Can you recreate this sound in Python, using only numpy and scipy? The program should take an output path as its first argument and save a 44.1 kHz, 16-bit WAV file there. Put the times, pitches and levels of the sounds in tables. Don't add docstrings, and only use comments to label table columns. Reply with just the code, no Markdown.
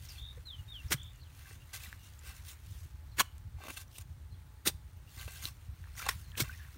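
import sys
import numpy as np
from scipy import signal
from scipy.fft import rfft, irfft, next_fast_len
from scipy.io import wavfile
from scipy.ndimage import uniform_filter1d

SR = 44100
rng = np.random.default_rng(int(sys.argv[2]) if len(sys.argv) > 2 else 0)


def dump(signal):
    limited = np.clip(np.atleast_2d(signal).T, -1, 1)
    pcm = np.round(limited * 32767).astype(np.int16)
    wavfile.write(sys.argv[1], SR, pcm)


def invert_db(level):
    return 10 ** (np.asarray(level, dtype=float) / 20)


N = 298557
TIME = np.arange(N) / SR


def evened(x):
    return x / np.sqrt(np.mean(x ** 2) + 1e-20)


def noise():
    return rng.standard_normal(N)


def add(mix, s, sound):
    part = mix[round(s * SR):][:len(sound)]
    part += sound[:len(part)]


def coloured(x, points):
    hz, db = np.transpose(points)
    size = next_fast_len(N)
    log_hz = np.log(np.fft.rfftfreq(size, 1 / SR) + 1)
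    shape = invert_db(np.interp(log_hz, np.log(hz), db))
    return evened(irfft(rfft(x, size) * shape, size)[:N])


def resonate(x, hz, width):
    return signal.lfilter(*signal.iirpeak(hz, hz / width, SR), x)


def grains(per_s, spread_db):
    size = invert_db(spread_db * np.minimum(rng.exponential(1, N), 4)) * rng.choice([-1, 1], N)
    return size * (rng.random(N) < per_s / SR)


def wobble(seconds, depth_db):
    count = max(int(seconds * SR), 1)
    slow = uniform_filter1d(uniform_filter1d(noise(), count), count)
    return invert_db(depth_db * evened(slow))


def patches(x, depth_db, size):
    z = signal.stft(x, nperseg=256)[2]
    spots = rng.standard_normal(z.T.shape)
    spots = uniform_filter1d(uniform_filter1d(spots, size, 0), 3, 1).T
    return evened(signal.istft(z * invert_db(depth_db * evened(spots)), nperseg=256)[1][:N])


def echoed(x, t60_s, length, echo_db):
    tail = evened(rng.standard_normal(length) * invert_db(-60 * TIME[:length] / t60_s)) / np.sqrt(length)
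    return invert_db(echo_db) * signal.oaconvolve(x, tail)[:N]


def pressure(strokes):
    out = np.zeros(N)
    for s, rise, fall, db in strokes:
        rise, fall = max(rise, .001), max(fall, .002)
        t = np.arange(-min(2 * rise, s), 3 * fall, 1 / SR)
        u = np.abs(np.where(t < 0, t / rise, t / fall))
        add(out, s + t[0], invert_db(db) * (np.exp(-2 * u ** 1.9) + .08 * np.exp(-1.6 * u)))
    return out


def lever(rows, mass_db, grit, clod, mass, pipe):
    rub = pressure([row[:4] for row in rows])
    press = pressure([row[:3] + row[4:] for row in rows])
    return grit * rub + (.58 * clod + invert_db(mass_db) * mass + invert_db(2.5) * pipe) * press


def knocks(rows, t60_s=0, cycles=0, glide=0, soft_s=.0001):
    out = np.zeros(N)
    cracks = rng.standard_normal((len(rows), 256))
    for (s, db, hz, *tick_db), crack in zip(rows, cracks):
        t60 = t60_s + cycles / hz
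        t = np.arange(0, t60 * 1.5, 1 / SR)
        tone = np.sin(2 * np.pi * hz * t * (1 + glide * t / t60))
        ring = tone * invert_db(-60 * t / t60) * (1 - np.exp(-t / soft_s))
        ring = ring / np.abs(ring).max()
        if tick_db:
            ring = ring + invert_db(tick_db[0]) * np.resize(crack, len(t)) * np.exp(-t / 0.00042)
        add(out, s, invert_db(db) * ring)
    return out


def wet_ring(rows, t60_s):
    return knocks(rows, t60_s, glide=0.045, soft_s=0.0012)


def note(length, from_hz, to_hz, db, slide_s, bend):
    t = np.arange(0, length, 1 / SR)
    left = np.clip((length - t) / min(slide_s, length), 0, 1) ** bend
    hz = uniform_filter1d(to_hz + (from_hz - to_hz) * left, 600, mode="nearest")
    return hz, np.sqrt(2) * invert_db(db) * np.sin(np.pi * (t / length) ** 0.87) ** 0.79


def sung(hz, gain):
    return gain * np.sin(2 * np.pi * np.cumsum(hz) / SR)


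# (pitch [Hz], level [dB])
AIR = [(120, -22), (200, -16), (278, -6.5), (394, -12), (500, -12.5), (791, -13), (867, -14), (933, -12),
       (1910, -16), (2610, -20), (4200, -20), (4770, -23.5), (8900, -25.5), (10500, -28.5), (16000, -22.5)]


def still_air():
    return invert_db(-67.5) * patches(coloured(noise(), AIR), .8, size=20)


# (pitch [Hz], level per Hz [dB])
RUMBLE = [(12, -63), (20, -32.5), (24, -33), (35, -10.5), (52, -0.5), (69, 2), (86, 0), (102, -2.5),
          (125, -7.5), (217, -28.5), (260, -28), (340, -56), (570, -120)]
# (time [s], level [dB])
RUMBLE_DB = [(0.0, -49), (0.22, -47), (0.83, -52), (0.85, -48), (1.87, -53.5), (3.56, -49), (3.6, -57),
             (4.32, -48), (4.56, -58), (4.75, -48), (4.79, -52.5), (6.05, -48.5), (6.17, -40), (6.2, -47.5),
             (6.45, -45.5), (6.77, -53)]


def far_rumble():
    load = invert_db(np.interp(TIME, *np.transpose(RUMBLE_DB)))
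    return load * coloured(noise(), RUMBLE) * wobble(0.01, 1.9) * wobble(0.048, 1.9)


def fuzzy_tone(hz, width, db):
    return invert_db(db) * evened(resonate(resonate(noise(), hz, width), hz, 2 * width))


# (pitch [Hz], width [Hz], level [dB])
ENGINE = (78.1, 9, -58)
HUM = (855, 8, -79.5)


def machine_tones():
    hum_gain = np.interp(TIME, [2.6, 3, 5.2, 5.5], [0.61, 1, 0.97, .4])
    return fuzzy_tone(*ENGINE) + fuzzy_tone(*HUM) * hum_gain


# (pitch [Hz], width [Hz], level [dB])
INSECT_BAND = (8900, 500, -83)


def insects():
    return fuzzy_tone(*INSECT_BAND) * np.interp(TIME, [3, 4.2, 5.5, 6.5], [.3, 1, 1, .5])


# (pitch [Hz], level per Hz [dB])
GRIT = [(1530, -19), (2600, -5), (3570, -3), (4840, -6.5), (5760, -4.5), (6260, -4), (8160, -7.5),
        (9210, -3.5), (10600, -10.5), (11500, -6.5), (14000, -7.5), (15100, -6), (15900, -6.5)]


def grit_hiss():
    return patches(coloured(grains(16000, 3.0), GRIT), 2.3, size=14) * wobble(.003, 2.0)


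# (pitch [Hz], level [dB])
CLOD = [(600, -25), (1000, 0.5), (1500, 6.5), (2100, 7), (2800, 2.5), (3500, -5), (4400, 0)]


def clod_crunch(count=24, cycles=19.6):
    hz, db = np.transpose(CLOD)
    cracks, which = grains(6000, 2.9), rng.integers(0, count, N)
    out = np.zeros(N)
    for k, f in enumerate(np.geomspace(hz[0], hz[-1], count)):
        t = np.arange(0, 2 * cycles / f, 1 / SR)
        ring = np.sin(2 * np.pi * f * t) * np.exp(-3 * t * f / cycles) * (1 - np.exp(-t * f))
        ring = ring / np.linalg.norm(ring)
        out += invert_db(np.interp(f, hz, db)) * signal.oaconvolve(cracks * (which == k), ring)[:N]
    return evened(out) * wobble(0.0023, 1.0)


def soil_push():
    return evened(resonate(resonate(grains(700, 3.9), 300, 740), 230, 680))


# (pitch [Hz], width [Hz], level [dB])
PIPE = [(800, 70, -9), (1140, 70, -2), (1567, 40, 1), (2050, 50, -1), (2370, 55, -4.5), (2670, 55, 1),
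        (3580, 70, -6), (4270, 57, -6), (6460, 70, -10)]


def pipe_singing():
    drag = noise() * wobble(.012, 3)
    return evened(sum(invert_db(db) * evened(resonate(drag, hz, width)) for hz, width, db in PIPE))


# (time [s], level [dB])
STIR = [(0, -64), (.17, -77), (.3, -63), (.75, -65), (.89, -57.5), (1.09, -66), (1.5, -69), (1.85, -61.5),
        (2.06, -64.5), (2.4, -64), (2.9, -67), (3.5, -72), (4.37, -73), (5.1, -71), (5.7, -67.5),
        (6.1, -62), (6.5, -66.5), (6.77, -62.5)]


def stirring(grit, clod):
    stir_db = np.interp(TIME, *np.transpose(STIR))
    crumb_db = -71.5 + 1.07 * (stir_db + 65)
    return wobble(.03, 1.4) * (grit * invert_db(stir_db - 4.0) + clod * invert_db(crumb_db))


# (peak time [s], rise [s], fall [s], level [dB])
BRUSHES = [
    (.05, .042, 0.015, -59),
    (2.07, 0.071, 0.038, -63),
    (2.68, 0.084, 0.13, -68.5),
    (2.78, 0.069, 0.11, -64.5),
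    (3.965, .028, .033, -56),
    (3.925, .03, .03, -64),
    (6.21, 0.14, .047, -62),
    (6.0, .08, .08, -68),
]


def brushing(grit):
    return grit * pressure(BRUSHES)


# (start [s], length [s], first pitch [Hz], last pitch [Hz], level [dB])
FAR_BIRDS = [(.08, .075, 5900, 4200, -55.5), (.1, .08, 2900, 2600, -64), (.155, .05, 4000, 4300, -64),
             (0.876, .035, 6000, 4950, -59), (1.12, .1, 3000, 2780, -71), (1.195, .014, 4200, 4350, -69),
             (1.21, 0.034, 4500, 4000, -63.5), (1.243, 0.045, 3550, 2850, -66),
             (1.285, .03, 2700, 2500, -74), (1.6, .04, 2800, 2800, -64), (1.96, 0.15, 2910, 2800, -68),
             (3.113, .04, 4400, 4050, -67), (3.218, 0.12, 2980, 2960, -66), (4.31, .04, 4200, 4150, -67),
             (4.335, .03, 3340, 3380, -72), (6.18, .08, 1274, 1720, -66.5), (6.223, .1, 4450, 4100, -68),
             (6.324, .05, 1830, 1540, -58), (6.5, 0.067, 1520, 1906, -60), (6.582, .09, 1750, 1680, -57)]


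def far_birds():
    out = np.zeros(N)
    waver, blur = (evened(uniform_filter1d(noise(), size)) for size in (110, 40))
    for s, length, from_hz, to_hz, db in FAR_BIRDS:
        hz, gain = note(length, from_hz, to_hz, db, slide_s=length, bend=1.8)
        here = slice(round(s * SR), round(s * SR) + len(hz))
        blur_hz = 45 + 0.12 * abs(from_hz - to_hz)
        add(out, s, sung(hz + blur_hz * blur[here], gain * (0.75 + 0.4 * waver[here])))
    return out


# (peak time [s], rise [s], fall [s], grit level [dB], clod level [dB])
SCRAPES = [(.14, 0.13, .11, -57.5, -65.5), (1.395, 0.084, .12, -62.5, -69.5),
           (1.489, 0.032, 0.099, -60, -65), (1.741, 0.011, 0.043, -44.5, -55),
           (1.85, 0.084, 0.042, -53.5, -63.5), (2.28, 0.053, 0.057, -53, -60),
           (2.38, 0.082, 0.033, -63, -68), (2.452, .0043, .0073, -58, -70), (2.5, 0.045, 0.038, -51, -63.5),
           (3.775, 0.013, 0.017, -48, -57), (3.814, 0.043, 0.022, -51.5, -62),
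           (3.985, 0.004, 0.007, -51, -58), (4.013, .021, 0.018, -55.5, -68), (5.15, .08, .05, -60, -72),
           (5.208, .045, 0.07, -51.5, -57), (5.345, 0.092, 0.17, -53, -62), (5.43, .012, 0.064, -47.5, -61),
           (5.484, 0.038, 0.018, -54, -62.5), (5.996, 0.034, .017, -47.5, -55),
           (6.02, 0.012, 0.02, -48, -52), (6.045, .02, .02, -58, -54), (6.066, .012, 0.034, -53, -48.5),
           (6.52, .14, 0.1, -59.5, -67.5), (6.66, .08, .1, -71.5, -71), (5.88, 0.082, 0.048, -79, -73.5),
           (1.9, .05, 0.083, -68, -69)]


def scraping(grit, clod, mass, pipe):
    return lever(SCRAPES, -16, grit, clod, mass, pipe)


# (start [s], length [s], final top pitch [Hz], level [dB], fade [dB])
TRILLS = [
    (.1645, .175, 3770, -54.5, -4),
    (0.955, .175, 3640, -55.5, -12.5),
]
# (first rate [beats/s], last rate [beats/s])
BEATS_PER_S = [
    (62, 99),
    (46, 93),
]
# (first drop [Hz], last drop [Hz])
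DIP_HZ = [
    (800, 520),
    (850, 850),
]


def trills():
    out = np.zeros(N)
    start_hz, climb = 3200, 6.5
    for (s, length, top_hz, db, fade_db), beats_per_s, dip_hz in zip(TRILLS, BEATS_PER_S, DIP_HZ):
        u = np.arange(0, length, 1 / SR) / length
        turn = np.cumsum(np.interp(u, [0, 1], beats_per_s)) / SR % 1
        hz = top_hz + (start_hz - top_hz) * np.exp(-climb * u)
        hz = hz - np.interp(u, [0, 1], dip_hz) * turn ** 2.3
        beat = np.sin(np.pi * turn ** .62) ** 1.1
        gain = 2 * invert_db(db + fade_db * u ** 3) * signal.windows.tukey(len(u), .2) * beat
        add(out, s, sung(hz, gain))
    return out


# (time [s], peak level [dB], pitch [Hz])
CRUMBS = [(.349, -56, 3600), (3.586, -52, 820), (3.67, -48, 620), (3.684, -42, 2670), (3.702, -45, 2700),
          (3.638, -48, 2700), (3.771, -49, 3500), (3.775, -48, 1300), (3.96, -50, 2710), (3.983, -50, 3600),
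          (3.985, -47, 6400), (5.196, -41, 3940), (5.212, -44, 3000), (5.18, -48, 1950), (5.283, -51, 900),
          (5.376, -48, 4200), (5.426, -46, 2060), (5.445, -46, 1400), (5.485, -46, 3400),
          (5.487, -46, 5200), (5.954, -50, 5500), (5.966, -46, 6700), (5.979, -41, 2020),
          (5.994, -42, 1900), (6.018, -38, 1450), (6.027, -37, 2390), (6.032, -44, 6200),
          (6.056, -43, 3800), (6.056, -44, 7000), (6.064, -42, 5600), (6.068, -42, 4100),
          (6.075, -42, 1700), (6.102, -42, 2200), (6.124, -46, 2300), (6.353, -42, 1750),
          (6.435, -44, 5500), (6.455, -48, 1100), (6.48, -50, 2300), (6.548, -50, 1900), (6.583, -54, 3100),
          (6.595, -50, 1800), (6.62, -50, 1650), (6.648, -51, 1850), (6.685, -54, 1400),
          (4.468, -64, 12500), (4.539, -61, 14000), (4.59, -60, 15200), (4.932, -61, 11000),
          (4.972, -60, 13000), (4.676, -30, 4100), (4.668, -32, 9200), (4.682, -32, 8000), (3.2, -34, 760),
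          (.471, -58, 1500)]


def falling_crumbs():
    return knocks(CRUMBS, .005, cycles=11, soft_s=.0004)


# (time [s], peak level [dB], pitch [Hz])
POCKETS = [
    (.373, -53, 483),
    (3.637, -55, 600),
    (5.075, -63, 2800),
]


def water_pockets():
    return wet_ring(POCKETS, t60_s=0.084)


# (start [s], length [s], first pitch [Hz], last pitch [Hz], level [dB])
WHISTLES = [
    (.452, .115, 4170, 2960, -50),
    (.582, 0.027, 2990, 2840, -56.5),
    (0.678, 0.14, 3710, 2660, -50),
]


def whistles():
    out = np.zeros(N)
    for s, *row in WHISTLES:
        add(out, s, sung(*note(*row, slide_s=.1, bend=1.4)))
    return out


# (time [s], peak level [dB], pitch [Hz], wide tick level [dB])
TICKS = [(.471, -55, 7500, 0), (1.0327, -44, 7310, -13), (1.1598, -54, 7040, -6), (2.1918, -46, 7360, -6),
         (3.3816, -52.5, 8770, 5), (3.8802, -55, 5920, -6), (3.984, -35.5, 8560, -1),
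         (5.4257, -42, 6500, -2), (5.9923, -35, 5760, -11), (6.02, -44, 5500, -3), (6.066, -36, 9000, 2)]


def pebble_ticks():
    return knocks(TICKS, t60_s=0.0073)


# (peak time [s], fall [s], grit level [dB], clod level [dB], soil mass level [dB])
CUTS = [(.911, 0.011, -40.5, -52, -41), (.925, 0.021, -29, -32.5, -42), (3.175, .015, -54, -56, -65),
        (3.189, .012, -35, -35.5, -42), (3.198, .007, -26, -28.5, -45), (3.205, 0.01, -26.5, -30, -44),
        (3.216, 0.009, -39.5, -41, -48), (4.661, .014, -34.5, -41, -49), (4.677, .024, -29, -42, -39),
        (6.091, .009, -29.5, -32, -68), (6.108, 0.012, -44.5, -48, -68), (6.125, 0.03, -56, -57, -68),
        (6.381, 0.022, -37.5, -46, -48), (6.406, 0.022, -30, -40.5, -44)]
# (pitch [Hz], level [dB], time to fall 60 dB [s])
BLADE = [
    (5720, -9, 0.021),
    (8400, -8, .09),
]


def cutting(grit, clod, mass):
    bite_grit, bite_clod, bite_mass = (
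        pressure([(s, 0.57 * fall, fall, db[k]) for s, fall, *db in CUTS]) for k in range(3))
    shake = noise() * bite_grit
    steel = sum(invert_db(db) * resonate(shake, hz, 2.5 / t60) for hz, db, t60 in BLADE)
    return grit * bite_grit + clod * bite_clod + mass * bite_mass + invert_db(15) * steel


# (time [s], peak level [dB], pitch [Hz])
THUDS = [(.943, -30.5, 132), (.914, -35, 273), (3.205, -43, 160), (4.668, -28.5, 346), (4.672, -36.5, 185),
         (3.2, -41, 240), (5.8, -46, 121), (7.3, -38.5, 78), (6.418, -28.5, 130), (5.44, -41, 103),
         (1.51, -56, 430), (1.878, -52, 190), (2.238, -58, 460), (2.855, -57.5, 303), (6.092, -43, 450),
         (6.764, -52, 220), (5.17, -55, 260), (5.455, -51, 290), (6.402, -33.5, 322), (6.758, -58, 330)]


def ground_thuds():
    return knocks(THUDS, cycles=8.6, soft_s=0.0021)


# (time [s], peak level [dB], pitch [Hz])
PLOPS = [(.918, -29, 1510), (1.456, -55, 1650), (1.803, -50, 2520), (1.839, -47.5, 2350),
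         (1.859, -50, 1930), (3.202, -21.5, 1085), (3.605, -52, 776), (5.973, -47.5, 1970),
         (5.999, -39.5, 1344), (6.062, -33.5, 1070), (6.066, -36, 800), (6.089, -31, 1046),
         (6.404, -29.5, 2190), (6.494, -39, 1496), (6.528, -50, 2430), (5.36, -52, 1590)]


def water_plops():
    return wet_ring(PLOPS, t60_s=.034)


# (time [s], peak level [dB], pitch [Hz])
STONES = [(.92, -32, 9400), (.922, -33, 5350), (3.196, -25, 4350), (3.203, -27.5, 4000), (4.672, -35, 6050),
          (6.092, -34, 5300), (6.404, -31, 4200), (6.091, -33, 3900), (3.212, -34, 2900),
          (6.404, -29.5, 8270), (5.195, -56, 3800)]


def stone_chimes():
    return wet_ring(STONES, t60_s=0.025)


# (time [s], peak level [dB], pitch [Hz], wide tick level [dB])
SNAPS = [(1.51, -45, 1840, -14), (1.928, -34.5, 1700, -12), (3.2042, -22, 2430, 6), (3.2095, -24, 1130, 8),
         (3.605, -51, 1110, -12), (3.638, -39, 1100, -2), (3.67, -46, 2620, -6), (3.683, -37, 1150, -4),
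         (3.707, -43, 1100, -6), (3.699, -48, 1710, -8), (5.23, -42, 1960, -3), (5.279, -44, 2500, -16),
         (5.4545, -25, 3970, -3), (5.841, -44.5, 1740, -17), (5.857, -54, 1590, -8),
         (5.873, -51, 1190, -11), (6.026, -36, 1350, -8), (6.056, -42, 930, 2), (6.354, -40, 2560, -18),
         (6.376, -31.5, 3070, -8), (6.437, -41, 1850, -6), (6.318, -45, 3160, -20),
         (5.279, -40.5, 590, -14), (5.279, -46, 1300, -12), (5.954, -47.5, 1500, -6)]


def root_snaps():
    return knocks(SNAPS, t60_s=0.008)


# (peak time [s], rise [s], fall [s], grit level [dB], clod level [dB])
HEAVES = [
    (3.641, 0.062, .03, -64, -60.5),
    (3.686, 0.005, .008, -52, -51),
    (3.703, 0.012, 0.016, -48, -51),
    (3.671, .006, .005, -58, -59),
    (3.74, .04, .04, -54, -70),
    (3.665, .03, .03, -61, -63),
    (5.282, .003, .014, -64, -58),
    (6.44, 0.0067, 0.037, -68, -55.5),
]


def heaving(grit, clod, mass, pipe):
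    return lever(HEAVES, -3, grit, clod, mass, pipe)


def scene():
    grit, clod, mass, pipe = grit_hiss(), clod_crunch(), soil_push(), pipe_singing()
    soil = stirring(grit, clod) + brushing(grit) + scraping(grit, clod, mass, pipe)
    soil = soil + cutting(grit, clod, mass) + heaving(grit, clod, mass, pipe)
    rings = water_pockets() + water_plops() + stone_chimes()
    near = soil + pebble_ticks() + ground_thuds() + root_snaps() + rings * wobble(0.0012, 2.7)
    near = near + echoed(near, 0.27, SR // 4, -25.5)
    calls = far_birds() + trills() + whistles()
    birds = calls * wobble(0.0051, 2.8) + echoed(calls, 0.24, SR // 2, -9.5)
    background = still_air() + far_rumble() + machine_tones() + insects()
    return (background + near + birds + falling_crumbs())[None]


def band_limit(x):
    return signal.sosfilt(signal.butter(12, 16470, fs=SR, output="sos"), x)


def record(dry):
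    edge = signal.firwin(511, 15850, window=("kaiser", 9), fs=SR)
    wind_cut = signal.butter(2, 28, "highpass", fs=SR, output="sos")
    mix = signal.oaconvolve(signal.sosfilt(wind_cut, dry), edge[None], "same")
    return band_limit(mix)


dry = scene()
out = record(dry)
dump(out)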